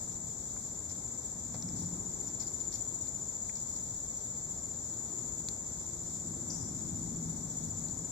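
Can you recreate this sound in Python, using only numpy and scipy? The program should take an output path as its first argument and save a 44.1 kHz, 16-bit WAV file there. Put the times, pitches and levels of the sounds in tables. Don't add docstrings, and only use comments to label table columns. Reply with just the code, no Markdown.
import sys
import numpy as np
from scipy import signal
from scipy.fft import rfft, irfft, next_fast_len
from scipy.io import wavfile
from scipy.ndimage import uniform_filter1d

SR = 44100
rng = np.random.default_rng(int(sys.argv[2]) if len(sys.argv) > 2 else 0)


def to_wav(s):
    ch = np.atleast_2d(s).T
    pcm = np.round(np.clip(ch, -1, 1) * 32767)
    wavfile.write(sys.argv[1], SR, pcm.astype(np.int16))


N = 357651
TIME = np.arange(N) / SR
BINS = np.fft.rfftfreq(N, 1 / SR)


def gain_of(db):
    return 10 ** (np.asarray(db) / 20)


def stereo(left_db, right_db):
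    return gain_of([[left_db], [right_db]])


def unit_rms(x):
    return x / np.sqrt(np.mean(x ** 2, axis=-1, keepdims=True) + 1e-20)


def curve(rows):
    times, *columns = np.transpose(rows)
    return np.array([np.interp(TIME, np.sort(times), c) for c in columns])


def spectrum(rows):
    hz, *columns = np.transpose(rows)
    return np.array([np.interp(np.log(BINS + 1), np.log(hz + 1), c) for c in columns])


def add(mix, start_s, sound):
    part = mix[:, max(round(start_s * SR), 0):][:, :sound.shape[-1]]
    part += sound[..., :part.shape[-1]]


def drift(per_s):
    return np.interp(TIME * per_s, np.arange(6000), rng.standard_normal(6000))


def coloured(x, gain):
    size = next_fast_len(x.shape[-1], True)
    hz = np.fft.rfftfreq(size, 1 / SR)
    shape = np.array([np.interp(hz, BINS, g) for g in np.atleast_2d(gain)])
    return irfft(rfft(x, size) * shape, size)[:, :x.shape[-1]]


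def resonance(hz, octaves):
    return 1 / (1 + (np.log2((BINS + 1) / hz) / octaves) ** 2)


def scatter(x, t60_s=0.6, paths=3):
    t = np.arange(SR) / SR
    tails = rng.standard_normal((paths, 2, SR)) * gain_of(-60 * t / t60_s) * (1 - np.exp(-t / 0.0017))
    tails /= np.linalg.norm(tails, axis=-1, keepdims=True)
    weights = [np.cos(np.pi * (0.668 * TIME + k / paths)) * np.sqrt(2 / paths) for k in range(paths)]
    return sum(signal.fftconvolve(np.atleast_2d(x * weight), tail, axes=1)[:, :N]
               for weight, tail in zip(weights, tails))


def cricket(strokes, per_s, top_hz, waver_hz, detune_hz, lag_cycles=0.52):
    attack_s, half_hold_s, release_s = 0.0035, 0.0085, 0.009
    swell_db, sag_hz = 0.5, 100
    stroke = np.round(strokes).astype(int)
    _, jitter, detune = rng.standard_normal((256, 3))[stroke % 256].T
    from_middle_s = (strokes - stroke) / per_s + 0.00056 * jitter
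    along = np.clip(from_middle_s / half_hold_s, -2, 2)
    hz = top_hz - sag_hz * along ** 2 + detune_hz * detune + waver_hz * drift(400)
    bite = (half_hold_s + from_middle_s) / attack_s
    lift = (half_hold_s - from_middle_s) / release_s
    contact = np.clip(1 + np.minimum(bite, lift), 0, 1)
    pressure = contact ** 2 * gain_of(swell_db * along / 2)
    lag = lag_cycles * drift(2.02)
    return np.sqrt(2) * pressure * np.sin(2 * np.pi * (np.cumsum(hz) / SR + np.array([lag, -lag]) / 2))


def near_cricket(start_s, per_s, top_hz, wet_db, flutter):
    strokes = np.cumsum(per_s) / SR - start_s * per_s[0]
    song = cricket(strokes, per_s, top_hz, waver_hz=13.17, detune_hz=7.87, lag_cycles=0.33)
    leaves = 1 + flutter * np.array([drift(330), drift(270)])
    return song * leaves + gain_of(wet_db) * scatter(song[0])


# (time [s], left [dB], right [dB])
NEAREST_LEVELS = [(0, -38.7, -42), (1.2, -39.3, -40.5), (1.7, -41, -39.5), (1.95, -34.3, -39),
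                  (2.6, -30.8, -39), (3.1, -32.7, -38), (3.7, -34.5, -38), (4.3, -35.5, -37.5),
                  (5.3, -37, -41), (6.1, -39.7, -42), (7.0, -37.5, -42), (7.8, -34.7, -39.7)]
# (time [s], left [dB], right [dB])
NEIGHBOUR_LEVELS = [(0, -38, -45), (0.8, -40.5, -44), (1.8, -40.5, -42.5), (2.3, -42, -41), (3.1, -42, -46),
                    (4.2, -40.5, -39.5), (5.3, -43, -41.5), (6.5, -43.5, -41.5), (8.1, -48, -47)]


def near_pair():
    slowing_per_s = 14.771 - 0.01225 * TIME
    settling_per_s = np.where(TIME < 1.97, 15.43, 14.61)
    nearest = near_cricket(-0.03, slowing_per_s, top_hz=7130, wet_db=-17, flutter=0.08)
    neighbour = near_cricket(0.019, settling_per_s, top_hz=7385, wet_db=-12, flutter=0.16)
    return gain_of(curve(NEAREST_LEVELS)) * nearest + gain_of(curve(NEIGHBOUR_LEVELS)) * neighbour


# (mean top frequency [Hz], stroke rate [1/s], left [dB], right [dB])
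FAR_CRICKETS = [(6950, 16, -47.5, -55), (7054, 14.5, -49.5, -57), (7300, 14.8, -44.8, -48.5),
                (7424, 15, -51.5, -60)]


def chorus(swell_db=-3.5):
    out = np.zeros((2, N))
    for hz, per_s, left_db, right_db in FAR_CRICKETS:
        songs = np.zeros((2, N))
        for offset_hz in (-45, 45):
            strokes = per_s * (1 + 0.03 * rng.normal()) * TIME + rng.random() + 0.1184 * drift(1.5)
            songs += cricket(strokes, per_s, hz + offset_hz, waver_hz=25, detune_hz=35)
        heard = unit_rms(scatter(songs[0])) + unit_rms(songs)
        out += stereo(left_db, right_db) * unit_rms(heard * gain_of(swell_db * drift(0.96)))
    return out


# (frequency [Hz], half width [Hz], pulse rate [1/s], left [dB], right [dB])
TRILL_BANDS = [(7815, 55, 49, -60, -55.5), (7560, 150, 59, -54, -54), (5945, 200, 53, -58.5, -76),
               (5930, 450, 68, -57.5, -80), (6700, 130, 90, -52, -61)]


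def trills(depth=0.98, swell_db=-2.3):
    out = np.zeros((2, N))
    for hz, width_hz, per_s, left_db, right_db in TRILL_BANDS:
        band = unit_rms(coloured(rng.standard_normal((2, N)), np.exp(-((BINS - hz) / width_hz) ** 2)))
        pulsing = 1 + depth * np.cos(2 * np.pi * (per_s * TIME + 0.56 * drift(2.2)))
        out += stereo(left_db, right_db) * unit_rms(band * pulsing * gain_of(swell_db * drift(1.54)))
    return out


# (frequency [Hz], correlation [-1 to 1])
COHERENCE = [(60, 1), (130, 0.96), (290, 0.84), (640, 0.51), (1410, -0.17), (3100, 0.058), (6820, 0.047),
             (15000, -0.35)]


def diffuse_noise(colour, side_db):
    a, b = rng.standard_normal((2, N))
    gain = gain_of(spectrum(colour)[0])
    coherence = np.clip(spectrum(COHERENCE)[0], -1, 1)
    shared = coloured(a, gain * np.sqrt(1 + coherence))[0]
    opposed = coloured(b, gain * np.sqrt(1 - coherence))[0]
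    return unit_rms(np.array([shared + opposed, shared - opposed])) * stereo(side_db, -side_db)


# (frequency [Hz], relative level [dB])
AIR_SPECTRUM = [(20, -11.5), (60, -13), (120, -0.5), (170, -3), (260, -4.5), (420, -8.5), (686, -12),
                (857, -12.5), (1510, -21.5), (2210, -27.5), (2600, -55), (4000, -93)]


def air(level_db=-51.5, waver_db=0.5):
    return gain_of(level_db + waver_db * drift(3.5)) * diffuse_noise(AIR_SPECTRUM, side_db=0.78)


# (peak time [s], level [dB], rise [s], fall [s])
RUMBLE_SWELLS = [(.2, -55, .3, 0.74), (1.79, -43, 0.31, 0.32), (2.55, -61.5, 0.52, 1),
                 (5.3, -55, 0.13, 0.33), (7.08, -41.5, 0.89, 0.68), (7.68, -45, 0.14, 0.39)]


def swelling(calm_db=-58):
    swells = [gain_of(db) * np.exp(-abs((TIME - s) / np.where(TIME < s, rise, fall)) ** 1.76)
              for s, db, rise, fall in RUMBLE_SWELLS]
    return np.sqrt(gain_of(calm_db) ** 2 + np.sum(np.square(swells), axis=0))


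# (frequency [Hz], relative level [dB])
RUMBLE_SPECTRUM = [(29, -20), (50, -24), (95, -1), (129, -7.5), (162, 2), (188, -4), (236, -1.5),
                   (292, -11), (326, -14.5), (354, -17), (450, -26), (580, -52), (990, -120)]
UNDERTONE_SPECTRUM = [(15, -18), (35, -5.5), (55, 6.5), (100, 4), (125, 6), (170, -34)]


def rumble(deep_floor_db=-54, deep_share_db=-15):
    swell = swelling()
    body = swell * diffuse_noise(RUMBLE_SPECTRUM, side_db=1.4)
    deep_gain = np.hypot(gain_of(deep_floor_db), gain_of(deep_share_db) * swell)
    return body + deep_gain * diffuse_noise(UNDERTONE_SPECTRUM, side_db=1.6)


# (frequency [Hz], left [dB per Hz], right [dB per Hz])
HISS_SPECTRUM = [(1430, -118, -118), (2520, -103, -104), (3820, -92.5, -95), (4180, -95.5, -95),
                 (5500, -88.5, -93), (6120, -84.5, -88.5), (7180, -69.5, -70), (7900, -88.5, -83),
                 (8370, -103, -100), (11400, -106, -98), (12200, -106, -101), (14600, -110, -101.5)]


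def hiss(flicker_db=1.1):
    noise = coloured(rng.standard_normal((2, N)), gain_of(spectrum(HISS_SPECTRUM))) * np.sqrt(SR / 2)
    return noise * gain_of(flicker_db * drift(25))


# (time [s], frequency [Hz])
ENGINE_FUNDAMENTAL = [(0, 180), (3.3, 178), (5.4, 171), (6.3, 167.5), (6.8, 165), (7.3, 162), (8.1, 159)]


def engine(above_rumble_db=-9, octave_db=-58, waver_hz=2.18, fading_db=4):
    cycles = np.cumsum(curve(ENGINE_FUNDAMENTAL)[0] + waver_hz * drift(14)) / SR
    last_swell = np.exp(-((TIME - 6.9) / 0.87) ** 2)
    hum = gain_of(above_rumble_db + fading_db * drift(5.5)) * swelling() * np.sin(2 * np.pi * cycles)
    octave = gain_of(octave_db + fading_db * drift(6)) * last_swell * np.sin(4 * np.pi * cycles)
    return np.sqrt(2) * (hum + octave)


def whine(hz=12096, left_db=-94, right_db=-84):
    return stereo(left_db, right_db) * np.sqrt(2) * np.sin(2 * np.pi * hz * TIME)


# (time [s], level [dB], frequency [Hz], half width [octaves], decay [s])
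BUMP_EVENTS = [(0.563, -46, 1140, 0.51, 0.005), (1.539, -44.5, 500, 0.77, 0.02),
               (2.765, -39.5, 54, 0.26, 0.026), (5.811, -37, 156, 0.23, 0.012)]


def bumps(rise_s=0.0017):
    out, t = np.zeros((2, N)), np.arange(SR // 4) / SR
    for s, db, hz, octaves, decay in BUMP_EVENTS:
        push = unit_rms(coloured(rng.standard_normal(len(t)), resonance(hz, octaves)))
        add(out, s, gain_of(db) * push * np.exp(-t / decay) * (1 - np.exp(-t / rise_s)))
    return out


# (time [s], level [dB], frequency [Hz], rise [s], decay [s])
LEAF_STIRRINGS = [(0.888, -43, 6070, 0.011, 0.023), (1.539, -47, 5240, 0.0033, 0.013),
                  (1.752, -43, 5840, 0.013, 0.052), (2.268, -44.5, 5900, .012, 0.021),
                  (2.395, -41, 5800, 0.005, 0.019), (2.414, -40, 5800, 0.0046, 0.024),
                  (2.455, -48, 5500, .008, 0.029), (2.597, -47, 4850, 0.0055, 0.011),
                  (2.72, -38, 5900, 0.0046, 0.03), (3.558, -50, 5300, 0.004, 0.04),
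                  (3.672, -51, 5500, 0.0037, 0.015), (3.754, -46.5, 5360, .005, 0.011),
                  (3.861, -52, 5900, .004, .01), (4.55, -57, 5200, 0.041, 0.024),
                  (5.731, -62, 5500, .07, 0.13), (7.875, -54, 4600, .006, .02)]


def rustles(crackle_db=7, side_db=2.5, wet_db=-3, body_db=-25, crisp_db=-18):
    out, t = np.zeros((2, N)), np.arange(SR // 2) / SR
    body = gain_of(body_db) * resonance(1800, 0.91)
    crisp = gain_of(crisp_db) * resonance(8500, 0.1)
    for s, db, hz, rise, decay in LEAF_STIRRINGS:
        noise = rng.standard_normal((2, len(t)))
        grains = np.repeat(rng.standard_normal(len(t)), 24)[:len(t)]
        crackle = coloured(noise * gain_of(crackle_db * grains), resonance(hz, 0.33) + body + crisp)
        envelope = np.minimum(t / rise, np.exp((rise - t) / decay))
        add(out, s, gain_of(db) * unit_rms(crackle) * envelope)
    wet = gain_of(wet_db)
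    return stereo(side_db, -side_db) * (out + wet * scatter(out, t60_s=0.05)) / np.hypot(1, wet)


# (time [s], level [dB], frequency [Hz], rise [s], left minus right [dB], crack re tone [dB])
TWIG_SNAPS = [(1.625, -25, 5770, 0.00055, 8, -15), (1.626, -38, 4200, 0.00045, 7, -24),
              (1.6887, -33, 5370, 0.0007, 6, -11), (3.073, -34, 4300, 0.00026, -15, -15),
              (3.496, -35, 2320, 0.00034, 6, -30), (3.5567, -31.5, 5050, 0.00025, 8, -10),
              (5.4867, -21.5, 4300, 0.00028, -20, -19), (5.4866, -22.5, 6440, 0.00028, 3, -11),
              (5.487, -17, 7400, 0.000062, -10, -21)]


def ticks(wet_db=-18):
    out, t = np.zeros((2, N)), np.arange(SR // 50) / SR
    for s, db, hz, rise, side_db, crack_db in TWIG_SNAPS:
        crack = gain_of(crack_db) * uniform_filter1d(rng.standard_normal(len(t)), size=3)
        envelope = t / rise * np.exp(1 - t / rise)
        snap = gain_of(db) * envelope * (np.sin(2 * np.pi * hz * t) + crack)
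        add(out, s, snap * stereo(min(side_db, 0), min(-side_db, 0)))
    return out + gain_of(wet_db) * scatter(out, t60_s=0.086)


# (peak time [s], level [dB], half length [s])
GUST_EVENTS = [(2.307, -54.5, 0.72), (5.153, -54, 0.34), (6.454, -55.5, 0.31), (7.9, -56, 0.53)]
# (frequency [Hz], relative level [dB])
GUST_SPECTRUM = [(150, -21), (260, -2), (350, 0), (500, -18), (900, -15), (1300, -21), (2400, -35)]


def gusts():
    strength = sum(gain_of(db) * np.exp(-((TIME - s) / half) ** 2) for s, db, half in GUST_EVENTS)
    return strength * diffuse_noise(GUST_SPECTRUM, side_db=0.5)


# (frequency [Hz], gain [dB])
LEAF_REFLECTION = [(4400, -9), (5200, 1), (6200, 14), (7600, 5), (12000, 13)]


def chip(start_s=6.477, length_s=0.034, top_hz=12300, octaves_per_s=45, peak_db=-34, right_db=-9):
    rise_s, rise_db_per_s, fade_db_per_s = 0.029, 900, 3600
    out, t = np.zeros((2, N)), np.arange(0, length_s, 1 / SR)
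    hz = top_hz / 2 ** (octaves_per_s * t)
    db = peak_db - np.maximum(rise_db_per_s * (rise_s - t), fade_db_per_s * (t - rise_s))
    whistle = np.sqrt(2) * gain_of(db) * np.sin(2 * np.pi * np.cumsum(hz) / SR)
    add(out, start_s, whistle * signal.windows.tukey(len(t), 0.1))
    echo = scatter(coloured(out, gain_of(spectrum(LEAF_REFLECTION))), t60_s=1.0)
    return stereo(0, right_db) * (out + echo)


def scene():
    insects = near_pair() + chorus() + trills()
    brief_sounds = rustles() + ticks() + bumps() + chip()
    return insects + brief_sounds + air() + rumble() + hiss() + engine() + gusts() + whine()


# (frequency [Hz], left [dB], right [dB])
MICROPHONE_RESPONSE = [(2390, 0, -0.5), (2562, -9, -7), (2797, -51, -30.5), (2990, -40, -44),
                       (3333, 2.5, -22), (3295, -3.5, -2), (8255, -0.5, -4.5), (8280, -24, -15),
                       (8650, -49, -51), (9140, -16, -5.5), (11000, -8.5, 0.5), (11600, -2.5, 0)]


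def record(dry, cutoff_hz=14560):
    heard = coloured(dry, gain_of(spectrum(MICROPHONE_RESPONSE)))
    low_pass = signal.firwin(801, cutoff_hz, window=("kaiser", 8), fs=SR)
    return signal.oaconvolve(heard, low_pass[None], "same")


dry = scene()
out = record(dry)
to_wav(out)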